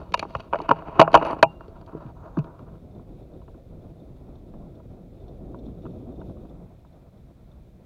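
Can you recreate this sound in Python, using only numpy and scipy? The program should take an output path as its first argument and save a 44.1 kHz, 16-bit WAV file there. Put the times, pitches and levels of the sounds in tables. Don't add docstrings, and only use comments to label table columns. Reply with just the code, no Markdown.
import sys
import numpy as np
from scipy import signal
from scipy.fft import rfft, irfft, next_fast_len
from scipy.io import wavfile
from scipy.ndimage import uniform_filter1d

SR = 44100
rng = np.random.default_rng(int(sys.argv[2]) if len(sys.argv) > 2 else 0)


def boost_factor(decibels):
    exponent = np.asarray(decibels, float) / 20
    return 10 ** exponent


def transcribe(u):
    v = np.clip(np.atleast_2d(u).T, -1, 1)
    q = np.round(v * 32767).astype(np.int16)
    wavfile.write(sys.argv[1], SR, q)


N = 346185


def level(x):
    return x / np.sqrt(np.mean(x ** 2))


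def shaped(x, gain):
    size = next_fast_len(N)
    hz = np.arange(size // 2 + 1) * SR / size + 1e-3
    return irfft(rfft(x, size) * gain(hz), size)[:N]


def colour(points):
    hz, db = np.transpose(points)
    return lambda f: boost_factor(np.interp(np.log(f), np.log(hz), db))


def walk(rate_hz):
    hold = int(SR / rate_hz)
    steps = np.repeat(rng.standard_normal(N // hold + 1), hold)
    return 1.3 * uniform_filter1d(uniform_filter1d(steps, hold), hold)[:N]


def ring(force, modes):
    hz, db, t60_s = np.transpose(modes)
    band = signal.butter(4, [.75 * hz.min(), 1.08 * hz.max()], "band", fs=SR, output="sos")
    force = signal.sosfilt(band, force)
    radius = np.exp(-np.log(1000) / (t60_s * SR))
    angle = 2 * np.pi * hz / SR
    gain = boost_factor(db) / np.sqrt(np.sum(boost_factor(db) ** 2))
    out = np.zeros(N if len(force) == N else len(force))
    for g, r, w in zip(gain, radius, angle):
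        out += g * signal.lfilter([0, np.sin(w)], [1, -2 * r * np.cos(w), r * r], force)
    return out


def contacts(s, db, chatter_ms):
    size = 1024
    age = np.arange(size) * 1000 / SR / np.clip(chatter_ms, .05, 8)[:, None]
    fade = age ** .6 * np.exp(-1.5 * age)
    burst = rng.standard_normal(fade.shape) * fade / np.sqrt(np.sum(fade ** 2, axis=1, keepdims=True))
    start = ((s[:, None] - .001) * SR).astype(int)
    force = np.zeros(N + size)
    np.add.at(force, start + np.arange(size), burst * boost_factor(db)[:, None])
    return force[:N]


# start t/s, end t/s, housing level/dB, tube level/dB re housing, steel level/dB re housing
STROKES = [(-.05, -0.002, -41, -25, -23), (0.043, 0.096, -52, -20, -24), (0.152, 0.242, -54, -8, -13.5),
           (0.28, 0.412, -55, -20, -14), (0.24, 0.464, -58, -19, -22), (0.506, 0.69, -46, -14.5, -29),
           (0.705, 0.987, -41, -19.5, -32), (0.978, 1.135, -37.5, -24.5, -39.5),
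           (1.182, 1.312, -31.5, -20, -31), (1.352, 1.387, -42, -20, -33.5),
           (1.45, 1.811, -55.5, -27, -26.5), (1.864, 2.077, -49, -27, -31),
           (2.147, 2.306, -50.5, -33.5, -34), (2.345, 2.506, -49, -37, -56), (2.518, 2.75, -58, -28, -43)]


def strokes():
    rise_s, fall_s = 0.022, 0.056
    t = np.arange(N) / SR
    start, end, db, tube, steel = np.transpose(STROKES)[:, :, None]
    shape = np.clip((t - start) / rise_s, 0, 1) * np.clip((end - t) / fall_s + 1, 0, 1)
    return [np.sum(shape * boost_factor(db + above), axis=0) for above in (0, tube, steel)]


def grains():
    grains_per_s = 9000
    rain = (rng.random(N) < grains_per_s / SR) * rng.standard_normal(N)
    rain = rain * boost_factor(1.5 * rng.exponential(size=N))
    return rain * boost_factor(3.0 * walk(60))


# t/s, housing level/dB, hardness = steel level/dB re housing, stock level/dB re housing
PULL = [(.015, -40, -34, -3.5), (.1215, -39.5, -1.5, 7), (.1385, -26.5, -11, -18), (.141, -6.5, -10, -20.5),
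        (.175, -33, -8, 3.5), (.194, -28, 8, -3.5), (.227, -16.5, -26, -14.5), (.251, -32, -42, -1.5),
        (.305, -39.5, -13, -14), (.345, -45, -17, -1), (.351, -12.5, -27.5, -14), (.367, -49, 1, -12),
        (.397, -30, -23, -5), (.403, -38, -2.5, -9.5), (.441, -50, -39, -5.5), (.528, -19.5, -34, -16),
        (.533, -10.5, -32.5, -14.5), (.543, -14.5, -39, -10), (.556, -19, -26.5, -9),
        (.588, -31.5, -15.5, 7), (.602, -25, -29.5, 1), (.617, -41, -1.5, 14.5), (.655, -36, -32, -18),
        (.685, -23, -33, -19), (.691, -7, -25.5, -13), (.709, -9, -37, -4), (.7125, -1.5, -33.5, -9),
        (.788, -33.5, -21.5, -1), (.822, -29.5, -48, -26.5), (.883, -30.5, -41, -3)]
PUSH = [(.975, -36, -28, -2.5), (.99, -19.5, -32.5, 0), (.995, 2, -32.5, -6), (.999, 0.5, -13.5, -17.5),
        (1.014, 2, -23, -21.5), (1.024, -9.5, -21.5, -25), (1.077, -13.5, -41, -16),
        (1.118, -38.5, -5, -6.5), (1.131, -26, -9, 8.5), (1.142, 1.7, -24.5, -21.5),
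        (1.145, -1, -24.5, -5.5), (1.151, 1.5, -19, -14.5), (1.158, -1.32, -45.5, -19.5),
        (1.173, -10, -24.5, -18.5), (1.213, -21, -29, -5.5), (1.223, -14.5, -39, -9),
        (1.226, -12.5, -30, -12.5), (1.25, -24, -13.5, -16), (1.268, -34, -12.5, -10.5),
        (1.283, -31.5, -13, -13), (1.303, -17.5, -36.5, -13.5), (1.309, -36, -4.5, 5),
        (1.329, -17.5, -38.5, -8), (1.348, -38, -24, -2.5), (1.366, -32, -41, -1), (1.39, -36, -17.5, 2.5),
        (1.428, 6, -19.5, -19.5)]
HAND = [(1.608, -34, -27, -1), (1.681, -48.5, -8.5, 11), (1.767, -44.5, -35.5, -18.5),
        (1.813, -44, -12.5, -11.5), (1.863, -56, 1, -11.5), (1.893, -39, -36, 0), (1.93, -36, -46, 8),
        (1.948, -39.5, -50.5, 15), (1.968, -46, -38, 15), (2.031, -65.5, -29, 1.5), (2.063, -46, -17, 9),
        (2.238, -42.5, -36, 4), (2.371, -22.5, -32, 1.5), (2.388, -27, -16, 6), (2.443, -39.5, -15, -2),
        (2.591, -38.5, -20, -9), (2.673, -50.5, -33.5, 9), (2.754, -44, -29.5, 4)]
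# t/s, housing level/dB, stock level/dB re housing
TICKS = [(2.996, -47, 8.5), (3.416, -45.5, -16), (3.48, -42, -2), (3.544, -49.5, 9), (4.352, -54, 10),
         (4.538, -42.5, -2), (4.8, -46, -5.5), (5.474, -56, 3.5), (5.544, -37.5, 4), (5.853, -36, 11),
         (5.863, -38.5, 5), (6.214, -38, 5.5), (6.295, -50, 0), (6.369, -52.5, 1.5), (6.451, -48.5, 0),
         (6.509, -52.5, -6), (6.849, -51.5, -5.5)]


def blows():
    tube_db, tube_per_hard = (-2, -3.5, -11, -4.5), 0.6
    tick_hard_db, tick_chatter_ms = -36, 4
    chatter_ms, chatter_db_per_stock_db = 3, 0.01
    s, db, hard, stock = np.vstack([PULL, PUSH, HAND]).T
    chatter = chatter_ms * boost_factor(chatter_db_per_stock_db * np.minimum(stock, 0))
    tick_s, tick_db, tick_stock = np.transpose(TICKS)
    s, db, stock = np.r_[s, tick_s], np.r_[db, tick_db], np.r_[stock, tick_stock]
    hard = np.r_[hard, np.full(len(tick_s), tick_hard_db)]
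    chatter = np.r_[chatter, np.full(len(tick_s), tick_chatter_ms)]
    tube = np.repeat(tube_db, [len(table) for table in (PULL, PUSH, HAND, TICKS)])
    return s, db, hard, stock, tube + tube_per_hard * hard, chatter


# f/Hz, level/dB, t60/s
STOCK = [(161, -15, 0.32), (280, -16.5, 0.018), (326.2, 1, 0.065), (397, 2.5, 0.019), (432.9, -5.5, 0.099)]
# f/Hz, level/dB, t60/s
HOUSING = [(590, -15.5, 0.084), (664.6, 5.5, 0.054), (734, -3, 0.035), (817, -6, 0.099),
           (906.3, -9.5, 0.11), (963, 3.5, 0.046), (1053, 5.5, 0.023), (1177, -5, 0.031),
           (1277.4, -6, 0.033), (1359, -15, 0.049), (1460, -21, 0.0083)]
# f/Hz, level/dB, t60/s
TUBE = [(1800, -8, .015), (2050, -8, .012), (2250, -7, .025), (2390, -3, .04), (2570, 0, .04),
        (2690, -4, .035), (2880, -4, .04), (2780, -13, .12), (2830, -14, .08)]
# f/Hz, level/dB, t60/s
STEEL = [(3204, -14, .03), (3360, -5, 0.012), (3820, -1.5, .015), (4180, 1, 0.0064), (4460, 1.5, 0.012),
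         (4880, -9, 0.0014), (5500, -13, 0.01), (5970, -12, 0.017), (7016, -15, 0.0019)]
# f/Hz, level/dB, t60/s
SPRING = [(9300, -2.5, 0.016), (10100, 1.5, .012), (10640, -6, 0.0081), (11600, -7.5, .008)]
# f/Hz, level/dB
CRACK = [(300, -20), (900, -2.5), (2000, -1.5), (5000, -7.5), (12000, -10), (16000, -13.5)]


def rifle():
    spring_db, spring_slide_db, stock_slide_db = -18.5, -20, -8.5
    crack_db, crack_ms, crack_per_hard = -16, 1.2, .7
    pull_ring_share = 0.72
    s, db, hard, stock, tube_above, chatter_ms = blows()
    housing, tube, steel = strokes()
    rain = grains()
    released = int((PULL[-1][0] + PUSH[0][0]) / 2 * SR)
    # modes, blow dB re housing, sliding pressure
    parts = ((STOCK, stock, housing * boost_factor(stock_slide_db)),
             (HOUSING, 0, housing),
             (TUBE, tube_above, tube),
             (STEEL, hard, steel),
             (SPRING, hard + spring_db, steel * boost_factor(spring_slide_db)))
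    out = np.zeros(N)
    for modes, above, slide in parts:
        force = contacts(s, db + above, chatter_ms)
        held = ring(force[:released], np.multiply(modes, [1, 1, pull_ring_share]))
        free = ring(force[released:], modes)
        out += np.r_[held, free] + slide * level(ring(rain, modes))
    crack = contacts(s, db + crack_db + crack_per_hard * hard, np.maximum(crack_ms, chatter_ms / 2))
    return out + shaped(crack, colour(CRACK))


# t/s, level/dB
WIND = [(0.0, -41.5), (.13, -44.5), (.55, -46), (1.16, -43.5), (1.5, -45.5), (2.1, -45.5), (2.7, -44),
        (3.4, -44), (4.3, -44.5), (4.55, -41.5), (4.75, -44), (5.15, -43.5), (5.6, -39.5), (5.95, -41),
        (6.3, -40), (6.7, -47), (7.0, -49.5), (7.85, -47.5)]
# f/Hz, level/dB per Hz
GUST = [(12, -30.5), (20, 0.5), (54, 1.5), (376, -7.5), (416, -10.5), (651, -13), (848, -24.5), (998, -28),
        (1350, -32), (1730, -48), (2600, -46), (3380, -71.5), (5720, -120)]


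def wind():
    breeze_db = -44.5
    flutter_db, flutter_per_db = -50.5, 1.74
    whistle_db, whistle_per_db = -80.5, 1.35
    darken_per_db = 0.85
    gust_s, gust_points_db = np.transpose(WIND)
    gust_db = np.interp(np.arange(N) / SR, gust_s, gust_points_db)
    extra_db = gust_db - breeze_db
    throb, low, high = walk(40), 0, 0
    for hz in 22 * 2 ** np.arange(0, 7, .5):
        band = shaped(rng.standard_normal(N),
                      lambda f: colour(GUST)(f) * np.exp(-(np.log2(f / hz) / .35) ** 2))
        band = band * boost_factor(2.2 * min(hz / 250, 1) * throb + 1.2 * walk(12))
        band = band * boost_factor(-darken_per_db * max(np.log2(hz / 400), 0) * extra_db)
        if hz < 210:
            low = low + band
        else:
            high = high + band
    port = colour([(2000, -19.0), (2500, -2.5), (3000, -9.5), (3600, 2.0), (4300, -9.5), (5500, -14.5)])
    whistle = shaped(rng.standard_normal(N), port) * boost_factor(1.5 * throb + 3.0 * walk(32))
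    rumble = boost_factor(gust_db) * level(low)
    flutter = boost_factor(flutter_db + flutter_per_db * extra_db) * level(high)
    return rumble + flutter + boost_factor(whistle_db + whistle_per_db * extra_db) * level(whistle)


# t/s, level/dB, f/Hz, hold/s
BUMPS = [
    (0.355, -17, 63.5, 0.015),
    (0.704, -44, 59.7, 0.03),
    (1.43, -27, 133, 0.039),
    (1.138, -22, 61.7, 0.034),
    (2.048, -28, 116.7, 0.027),
    (2.375, -9.5, 140.2, 0.027),
    (5.706, -32.5, 63, 0.029),
]


def bumps():
    rise_s, sag_s, sag_tau_s = 0.014, 0.015, 0.005
    out = np.zeros(N)
    for s, db, hz, hold_s in BUMPS:
        t = np.clip(np.arange(N) / SR - s, 0, 1)
        sag = sag_s * (1 - np.exp(-t / sag_tau_s))
        swell = (1 - np.exp(-t / rise_s)) * np.exp(-(t / hold_s) ** 2)
        out += boost_factor(db) * swell * np.sin(2 * np.pi * hz * (t + sag))
    return out


# t/s, level/dB
RATTLE = [(1.1722, -60), (1.2244, -64), (1.2346, -66), (1.255, -56), (1.2604, -62), (1.267, -55),
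          (1.3064, -56), (1.3269, -58), (1.3468, -63)]


def rattle():
    s, db = np.transpose(RATTLE)
    return ring(contacts(s, db + 5, np.full(len(s), 1.5)), SPRING)


# f/Hz, level/dB, t60/s
BARREL = [(2786, -.5, .75), (2801, -4, .55), (2772, 5, .16)]


def barrel():
    barrel_db, held_s, damp_s = -54, 1.70, .04
    s, db = PUSH[-1][:2]
    force = np.zeros(N)
    force[int(s * SR)] = boost_factor(db + barrel_db)
    grip = np.clip((held_s - np.arange(N) / SR) / damp_s, 0, 1)
    return ring(force, BARREL) * boost_factor(4 * walk(60)) * grip


def sleeve():
    centre_s, spread_s, sleeve_db, sleeve_hz = 2.27, .17, -84.5, 6470
    swell = np.exp(-((np.arange(N) / SR - centre_s) / spread_s) ** 2) * boost_factor(2.5 * walk(30))
    cloth = shaped(rng.standard_normal(N), lambda f: np.exp(-(np.log2(f / sleeve_hz) / .15) ** 2))
    return boost_factor(sleeve_db) * swell * level(cloth)


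# t/s, level/dB
PRICKS = [(2.9086, -64.5), (2.948, -62.5), (2.9806, -60), (3.2256, -63), (3.3336, -65), (3.6978, -66.5),
          (3.7961, -67), (3.9951, -63), (4.3525, -54.5), (4.7499, -57), (5.202, -58), (5.2802, -52),
          (5.587, -55), (5.658, -53.5), (5.819, -58.5), (5.8652, -60.5), (5.9018, -58), (5.9467, -67.5),
          (6.1197, -63.5), (6.1552, -61), (6.1986, -58.5), (6.4944, -58), (6.8716, -62.5), (6.9255, -61),
          (7.1732, -62), (7.5146, -62)]
# f/Hz, level/dB, t60/s
PORT = [(3610, 4, 0.036), (4080, -4, 0.023), (4300, -9, 0.0067), (5530, -1, 0.0067)]


def pricks():
    s, db = np.transpose(PRICKS)
    return ring(contacts(s, db - 1.0, np.full(len(s), 6.5)), PORT)


def scene():
    return (rifle() + wind() + bumps() + rattle() + barrel() + sleeve() + pricks())[None]


# f/Hz, level/dB per Hz
HISS = [(880, -28), (1500, -4), (2040, -5), (2440, -4), (2830, -9.5), (3730, -6), (4690, -12), (7840, -16),
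        (11800, -17.5), (15100, -14.5), (16000, -19)]


def hiss():
    hiss_db = -75
    return boost_factor(hiss_db) * level(shaped(rng.standard_normal(N), colour([(700, -56.5)] + list(HISS))))


def roll_off(x):
    return signal.sosfilt(signal.butter(12, 16270, fs=SR, output="sos"), x)


def record(dry):
    notch_hz, notch_width_hz = 8000, 900
    saturated = dry[0] / (1 + np.abs(dry[0]) ** 14) ** (1 / 14)

    def response(f):
        notch = np.sqrt(0.0047 + 1 - 1 / (1 + ((f - notch_hz) / notch_width_hz) ** 2))
        return notch / np.sqrt((1 + (25 / f) ** 2) * (1 + (f / 11500) ** 4.5))

    mix = shaped(saturated, response) + hiss()
    return roll_off(mix[None])


dry = scene()
out = record(dry)
transcribe(out)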